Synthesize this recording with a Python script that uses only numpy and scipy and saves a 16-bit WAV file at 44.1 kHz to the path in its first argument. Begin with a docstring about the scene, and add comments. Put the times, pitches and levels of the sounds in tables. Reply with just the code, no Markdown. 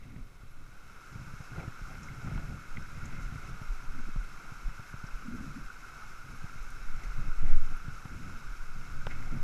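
"""Small mountain stream: a steady shallow trickle, joined within 1.4 s by a cascade pouring into a rock pool.
Water is shaped noise plus ringing bubbles, coloured by the resonances of a body-worn microphone case.
The wearer moves: cloth rubs, rasps and swishes; taps, jolts and air hit the case; twigs and gear tick.
These are shaped noise bursts and damped swings. A faint insect chirps in narrow-band noise."""
import sys
import numpy as np
from scipy import signal
from scipy.fft import rfft, irfft, next_fast_len
from scipy.io import wavfile
from scipy.ndimage import map_coordinates

SR = 44100
rng = np.random.default_rng(int(sys.argv[2]) if len(sys.argv) > 2 else 0)


def to_wav(s):
    """Save 16-bit WAV."""
    ch = np.atleast_2d(s).T  # columns
    pcm = np.round(np.clip(ch, -1, 1) * 32767)  # PCM
    wavfile.write(sys.argv[1], SR, pcm.astype(np.int16))


N = 415863

# Reference level of the cascade flow: [t/s, level/dB]
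CASCADE_FLOW = [(.3, -66.5), (.5, -63.5), (1.05, -54), (1.4, -52), (9.43, -51.5)]
# Scraping strokes: [centre t/s, length/s, rasp level/dB, swish level/dB]
SCRAPE_STROKES = [(0.03, 0.45, -79, -65), (1.61, 0.14, -51, -59), (1.935, 0.087, -56.5, -64),
                  (2.31, 0.17, -54, -58.5), (2.49, .16, -61, -64), (3.14, 0.36, -63, -54.5),
                  (3.45, 0.18, -61.5, -59), (7.056, 0.19, -62, -56.5), (7.24, 0.11, -62, -61),
                  (7.483, 0.17, -56.5, -54.5), (9.119, 0.045, -62, -49.5), (9.3, 0.4, -60.5, -59.5)]
# Soft sleeve brushes: [centre t/s, length/s, level/dB]
SLEEVE_BRUSHES = [(0.177, 0.2, -55.5), (3.98, 0.093, -49), (4.089, 0.033, -43), (5.307, 0.11, -44.5),
                  (5.41, 0.18, -46), (5.583, 0.061, -47.5), (8.254, 0.32, -55), (9.351, 0.062, -43)]
# Taps on the case: [t/s, peak swing level/dB]
CASE_TAPS = [(0.162, -33), (0.181, -39), (0.434, -39), (1.337, -33.5), (1.404, -33.5), (1.678, -27.5),
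             (1.816, -35.5), (2.282, -32), (2.358, -31), (2.378, -36), (2.768, -32), (2.781, -31),
             (3.323, -31), (3.357, -31.5), (3.616, -31.5), (4.16, -29.5), (4.520, -35.5), (4.683, -36),
             (4.795, -33.5), (4.94, -31.5), (5.040, -30.5), (6.442, -30), (6.557, -38), (7.882, -29.5),
             (8.054, -31), (9.068, -29.5)]
# Slow jolts of the body: [centre t/s, peak level/dB]
BODY_JOLTS = [(0.221, -34.5), (1.36, -42), (1.831, -32), (2.36, -30), (3.25, -27.5), (3.713, -24.5),
              (4.193, -22.5), (4.67, -24), (5.148, -30.5), (5.65, -35), (6.61, -31), (7.09, -25.5),
              (7.451, -25), (8.5, -31)]
# Ticks of twigs and gear: [t/s, peak level/dB, centre f/Hz, half-width/octaves, t60/s]
DRY_TICKS = [(1.600, -44, 2260, 0.12, 0.043), (2.031, -45, 6030, 0.21, 0.099),
             (2.083, -41, 2060, 0.084, 0.026), (2.377, -37, 1100, 0.62, 0.016),
             (2.770, -34.5, 2200, 0.17, 0.019), (2.823, -52, 5400, .08, .025), (3.055, -45, 6800, .17, .03),
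             (5.067, -51, 5370, .1, .03), (6.704, -45, 6000, 0.93, 0.025), (7.770, -53, 10800, 0.09, .02),
             (8.056, -41, 1150, 0.72, .018), (9.068, -25.5, 650, 1.22, 0.02),
             (9.068, -45, 2600, 0.92, 0.0082)]
# Insect chirps: [centre t/s, level/dB]
INSECT_CHIRPS = [(.52, -75), (2.49, -72), (4.89, -70), (6.36, -68), (8.07, -71)]
# Case resonances: [centre f/Hz, Gaussian width/Hz, peak level/dB]
CASE_RESONANCES = [(561.5, 10, 5), (724, 44, 2.5), (1398, 160, 13), (2176, 109, 8.5), (2589, 115, 6),
                   (3877, 190, 4.5), (5380, 275, 6), (6240, 230, 4), (10030, 210, 2), (11260, 330, 5)]
# Cloth drags across the case: [start t/s, length/s, level/dB]
CLOTH_DRAGS = [(0.028, 0.19, -47.5), (0.572, 0.032, -50.5), (1.129, 0.17, -46.5), (1.515, 0.066, -45.5),
               (1.592, .08, -41.5), (1.875, 0.31, -47), (2.24, 0.29, -40.5), (2.54, 0.043, -43.5),
               (2.76, 0.041, -42.5), (2.878, 0.17, -46.5), (3.043, 0.33, -44.5), (3.43, 0.12, -47),
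               (3.84, 0.16, -51), (5.304, 0.21, -45), (5.57, 0.057, -53.5), (6.251, .1, -47.5),
               (6.89, 0.17, -50.5), (7.186, 0.097, -43.5), (7.428, 0.13, -42), (7.616, 0.12, -48.5),
               (7.86, .08, -49.5), (8.103, 0.25, -46), (8.763, 0.47, -49.5), (9.08, 0.21, -50),
               (9.323, 0.071, -37)]
# Wearer's motion as slow pressure on the port: [t/s, level/dB]
BODY_MOTION = [(0, -44.5), (2.1, -48.5), (2.4, -39), (3.7, -40), (4.05, -29), (4.45, -42), (6.1, -44),
               (6.8, -29.5), (7.35, -25.5), (7.55, -17), (7.85, -38.5), (8.5, -37), (9.27, -25),
               (9.43, -25.5)]

# Spectral shapes ahead of the case, all [f/Hz, relative level/dB per Hz]
# Cascade body
POUR_SPECTRUM = [(40, -2), (200, 1.5), (400, -3.5), (620, -11), (950, -1.5), (1200, -1), (1550, -0.5),
                 (1800, -5), (2600, -8.5), (3400, -13), (6000, -32), (15000, -63)]
# Cascade spray
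SPRAY_SPECTRUM = [(1000, -55), (2400, 3), (3300, -8), (4500, 0), (7200, 1.5), (8200, -4.5), (9300, -8),
                  (11500, -7.5), (13000, -11), (15300, -20.5)]
# Shallow run
SHALLOWS_SPECTRUM = [(60, -3.5), (400, 5), (900, -3), (1150, 1), (1420, -21), (1800, -5.5), (2200, -6),
                     (3200, -8.5), (4500, -10.5), (5400, -13.5), (7500, -11.5), (11300, -16), (15000, -17)]
# Air rumble at the port
AIR_SPECTRUM = [(15, -13), (30, 7.5), (42, -9), (60, -7), (100, -22), (300, -53), (1000, -83)]
# Slow heave of pressure
HEAVE_SPECTRUM = [(5, -8), (10, 0), (15, 0), (22, -8), (32, -24), (60, -48), (200, -95)]
# Low cloth rub
RUB_SPECTRUM = [(25, -3), (60, -1.5), (90, -1.5), (140, 1), (200, -9), (270, -13), (370, -23.5), (700, -33),
                (1500, -48), (5000, -71)]
# Rasp of a stroke
RASP_SPECTRUM = [(100, -24), (330, 3.5), (600, -4.5), (760, 0), (1000, -7), (1400, -24), (2500, -20),
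                 (6000, -38), (15000, -44)]
# Swish of a stroke
SWISH_SPECTRUM = [(500, -37), (1400, -3.5), (2000, 9), (2800, -2), (4000, -9.5), (7000, -12), (15000, -39)]
# Soft sleeve
SLEEVE_SPECTRUM = [(60, -14), (150, -2.5), (250, 6.5), (310, -6), (400, -23), (1200, -58), (4000, -74)]

EASY_MOTION_DB = -39.5  # an easy shift of weight
AIR_DB, AIR_GROWTH_DB_PER_DB = -52.5, 0.5  # air rumble at easy motion; growth with motion
CREEP_DB, CREEP_GROWTH_DB_PER_DB = -58, 0.1  # cloth creeping between drags, likewise
GRIP_S, RELEASE_S = 0.021, 0.04  # a drag takes hold and lets go
PUFF_DB = -8.5  # air pushed by a drag, relative to its rub
TOP_HZ = 15290
TIME_S = np.arange(N) / SR


def amp(db):
    """Decibels to gain."""
    return 10 ** (np.asarray(db) / 20)


def unit(x):
    """Scale to rms 1."""
    return x / np.sqrt(np.mean(x ** 2) + 1e-20)


def noise():
    """White noise at nominal rms 1."""
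    return rng.standard_normal(N)


def curve(rows):
    """Interpolate (s, value) rows to one value per sample."""
    return np.interp(TIME_S, *np.transpose(rows))


def wobble(knots_per_s):
    """Smooth random curve through normal-distributed knots."""
    knots = rng.standard_normal(int(N * knots_per_s / SR) + 4)
    return map_coordinates(knots, [np.arange(N) * knots_per_s / SR])


def swell(centre_s, length_s):
    """Bell-shaped envelope, length_s wide at 1/e."""
    return np.exp(-np.minimum((2 * (TIME_S - centre_s) / length_s) ** 2, 50))


def swells(rows):
    """Sum of bells from (centre s, length s, dB) rows."""
    return sum(amp(db) * swell(s, length_s) for s, length_s, db in rows)


def add(track, start_s, sound):
    """Mix a sound into the track in place."""
    part = track[max(round(start_s * SR), 0):][:len(sound)]
    part += sound[:len(part)]


def filtered(x, response):
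    """Apply a gain that is a function of frequency."""
    size = next_fast_len(N + SR // 4)  # padded against wrap-around
    return irfft(rfft(x, size) * response(np.fft.rfftfreq(size, 1 / SR)), size)[:N]


def encased(x, spectrum):
    """Shape x by its own spectrum and the case's resonant peaks, at rms 1."""
    f_hz, level_db = np.transpose(spectrum)

    def response(hz):
        total_db = np.interp(np.log(hz + 1), np.log(f_hz), level_db)
        for centre_hz, width_hz, peak_db in CASE_RESONANCES:
            total_db = total_db + peak_db * np.exp(-0.5 * ((hz - centre_hz) / width_hz) ** 2)
        return amp(total_db)

    return unit(filtered(x, response))


def bubbles(per_s, low_hz, high_hz, cycles, spread_db, rise, samples):
    """Bubbles ring briefly, rising in pitch as they near the surface; a few are much stronger."""
    draws = rng.random((int(per_s * N / SR), 4))
    when, pitch, strength, life = draws.T[:, :, None]
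    hz = low_hz * (high_hz / low_hz) ** pitch
    t = np.arange(samples) / SR
    age = t * hz / (cycles * (0.5 + life))  # in lifetimes
    ring = np.sin(2 * np.pi * hz * t * (1 + rise * np.minimum(age, 2) / 2))
    strength_db = spread_db * np.minimum(-np.log(1 - strength), 4.5)
    gain = amp(strength_db) * np.sqrt(hz / low_hz)
    decaying = gain * ring * np.exp(-np.pi * age)
    where = (when * N).astype(int) + np.arange(samples)
    return unit(np.bincount(where.ravel(), decaying.ravel(), N)[:N])


def stream():
    """Cascade body and spray share a surge of flow; a thin trickle runs beneath at constant level."""
    gurgle = bubbles(per_s=330, low_hz=439.6, high_hz=3305, cycles=16.2, spread_db=2.5, rise=0.15,
                     samples=1300)
    droplets = bubbles(per_s=1200, low_hz=2680, high_hz=13900, cycles=22, spread_db=2.5, rise=0.057,
                       samples=260)
    trickle = bubbles(per_s=260, low_hz=726, high_hz=8760, cycles=14, spread_db=1.5, rise=0.14,
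                      samples=700)
    surge = wobble(7)  # more water: louder body and spray alike
    flow_db = curve(CASCADE_FLOW)
    body_db = flow_db + 0.4 + 0.53 * surge + 0.17 * wobble(24)
    spray_db = flow_db - 11.0 + 0.31 * surge + 0.73 * wobble(35)
    body = encased(noise() + amp(-14.5) * gurgle, POUR_SPECTRUM) * amp(body_db)
    spray = encased(noise() + amp(-9.5) * droplets, SPRAY_SPECTRUM) * amp(spray_db)
    shallows = encased(noise() + amp(-11.0) * trickle, SHALLOWS_SPECTRUM) * amp(-64)
    return body + spray + shallows


def dragging():
    """Gain of the drags: each grips, holds and lets go."""
    gain = np.zeros(N)
    for s, length_s, db in CLOTH_DRAGS:
        corners_s = [s - GRIP_S, s, s + length_s, s + length_s + RELEASE_S]
        gain += amp(db) * np.interp(TIME_S, corners_s, [0, 1, 1, 0])
    return gain


def following(easy_db, growth_db_per_db):
    """Gain that is easy_db at easy motion and grows as the wearer moves more."""
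    return amp(easy_db + growth_db_per_db * (curve(BODY_MOTION) - EASY_MOTION_DB))


def buffeting():
    """Motion and dragged cloth push air at the port, over a slow heave; jolts add 30 Hz thumps."""
    air_gain = np.hypot(following(AIR_DB, AIR_GROWTH_DB_PER_DB), amp(PUFF_DB) * dragging())
    air = encased(noise(), AIR_SPECTRUM) * air_gain
    heave = encased(noise(), HEAVE_SPECTRUM) * amp(curve(BODY_MOTION))
    thumps = np.zeros(N)
    for s, db in BODY_JOLTS:
        thumps += amp(db) * swell(s, 0.043) * np.cos(2 * np.pi * 30 * (TIME_S - s))
    return air + heave + thumps


def friction(grain_db, knots_per_s):
    """Catch and slip: noise in small uneven bursts."""
    return unit(noise() * amp(grain_db * wobble(knots_per_s)))


def clothing():
    """Cloth drags as a low rub; harder strokes rasp and swish, a sleeve brushes softly."""
    rub_gain = np.hypot(following(CREEP_DB, CREEP_GROWTH_DB_PER_DB), dragging())
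    rasp_gain = swells((s, length_s, db) for s, length_s, db, _ in SCRAPE_STROKES)
    swish_gain = swells((s, length_s, db) for s, length_s, _, db in SCRAPE_STROKES)
    rub = encased(friction(grain_db=2.5, knots_per_s=55), RUB_SPECTRUM) * rub_gain
    rasp = encased(friction(grain_db=4.0, knots_per_s=130), RASP_SPECTRUM) * rasp_gain
    swish = encased(friction(grain_db=3.0, knots_per_s=110), SWISH_SPECTRUM) * swish_gain
    sleeve = encased(friction(grain_db=3.0, knots_per_s=70), SLEEVE_SPECTRUM) * swells(SLEEVE_BRUSHES)
    return rub + rasp + swish + sleeve


def taps(thud_hz, t60_s, attack_s, contact_db):
    """Each tap swings the heavily damped mount, with a faint dry contact noise."""
    out, t = np.zeros(N), np.arange(SR // 10) / SR
    dull = signal.butter(2, [300, 1600], "bandpass", fs=SR, output="sos")
    for s, db in CASE_TAPS:
        hz = thud_hz * np.exp(rng.normal(0, 0.047))
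        swing = np.sin(2 * np.pi * hz * t) * amp(-60 * t / t60_s) * (1 - np.exp(-t / attack_s))
        contact = signal.sosfilt(dull, rng.standard_normal(len(t))) * amp(-60 * t / 0.046)
        tap = swing / np.abs(swing).max() + amp(contact_db) * contact / np.abs(contact).max()
        add(out, s, amp(db) * tap)
    return out


def ticks():
    """Short dry cracks: a dying noise burst excites each object's own band."""
    out, t = np.zeros(N), np.arange(SR // 10) / SR
    for s, db, centre_hz, octaves, t60_s in DRY_TICKS:
        edges_hz = np.minimum(centre_hz * 2.0 ** np.array([-octaves, octaves]), SR / 2 - 1)
        band = signal.butter(2, edges_hz, "bandpass", fs=SR, output="sos")
        crack = signal.sosfilt(band, rng.standard_normal(len(t)) * amp(-60 * t / t60_s))
        add(out, s, amp(db) * crack / np.abs(crack).max())
    return out


def insect(pitch_hz, width_hz, length_s):
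    """Thin, very high chirps: narrow-band noise under short bells."""
    tone = unit(filtered(noise(), lambda hz: np.exp(-((hz - pitch_hz) / width_hz) ** 2)))
    return tone * swells((s, length_s, db) for s, db in INSECT_CHIRPS)


def scene():
    """Sum of water, handling close by and a faint insect, one channel."""
    knocks = taps(thud_hz=120.5, t60_s=0.028, attack_s=0.0016, contact_db=-17.5) + ticks()
    handling = buffeting() + clothing() + knocks
    chirps = insect(pitch_hz=11240, width_hz=150, length_s=0.032)
    return (stream() + handling + chirps)[None]


def record(dry):
    """Band limit: nothing passes at or above TOP_HZ."""
    return filtered(dry[0], lambda hz: hz < TOP_HZ)[None]


dry = scene()
out = record(dry)
to_wav(out)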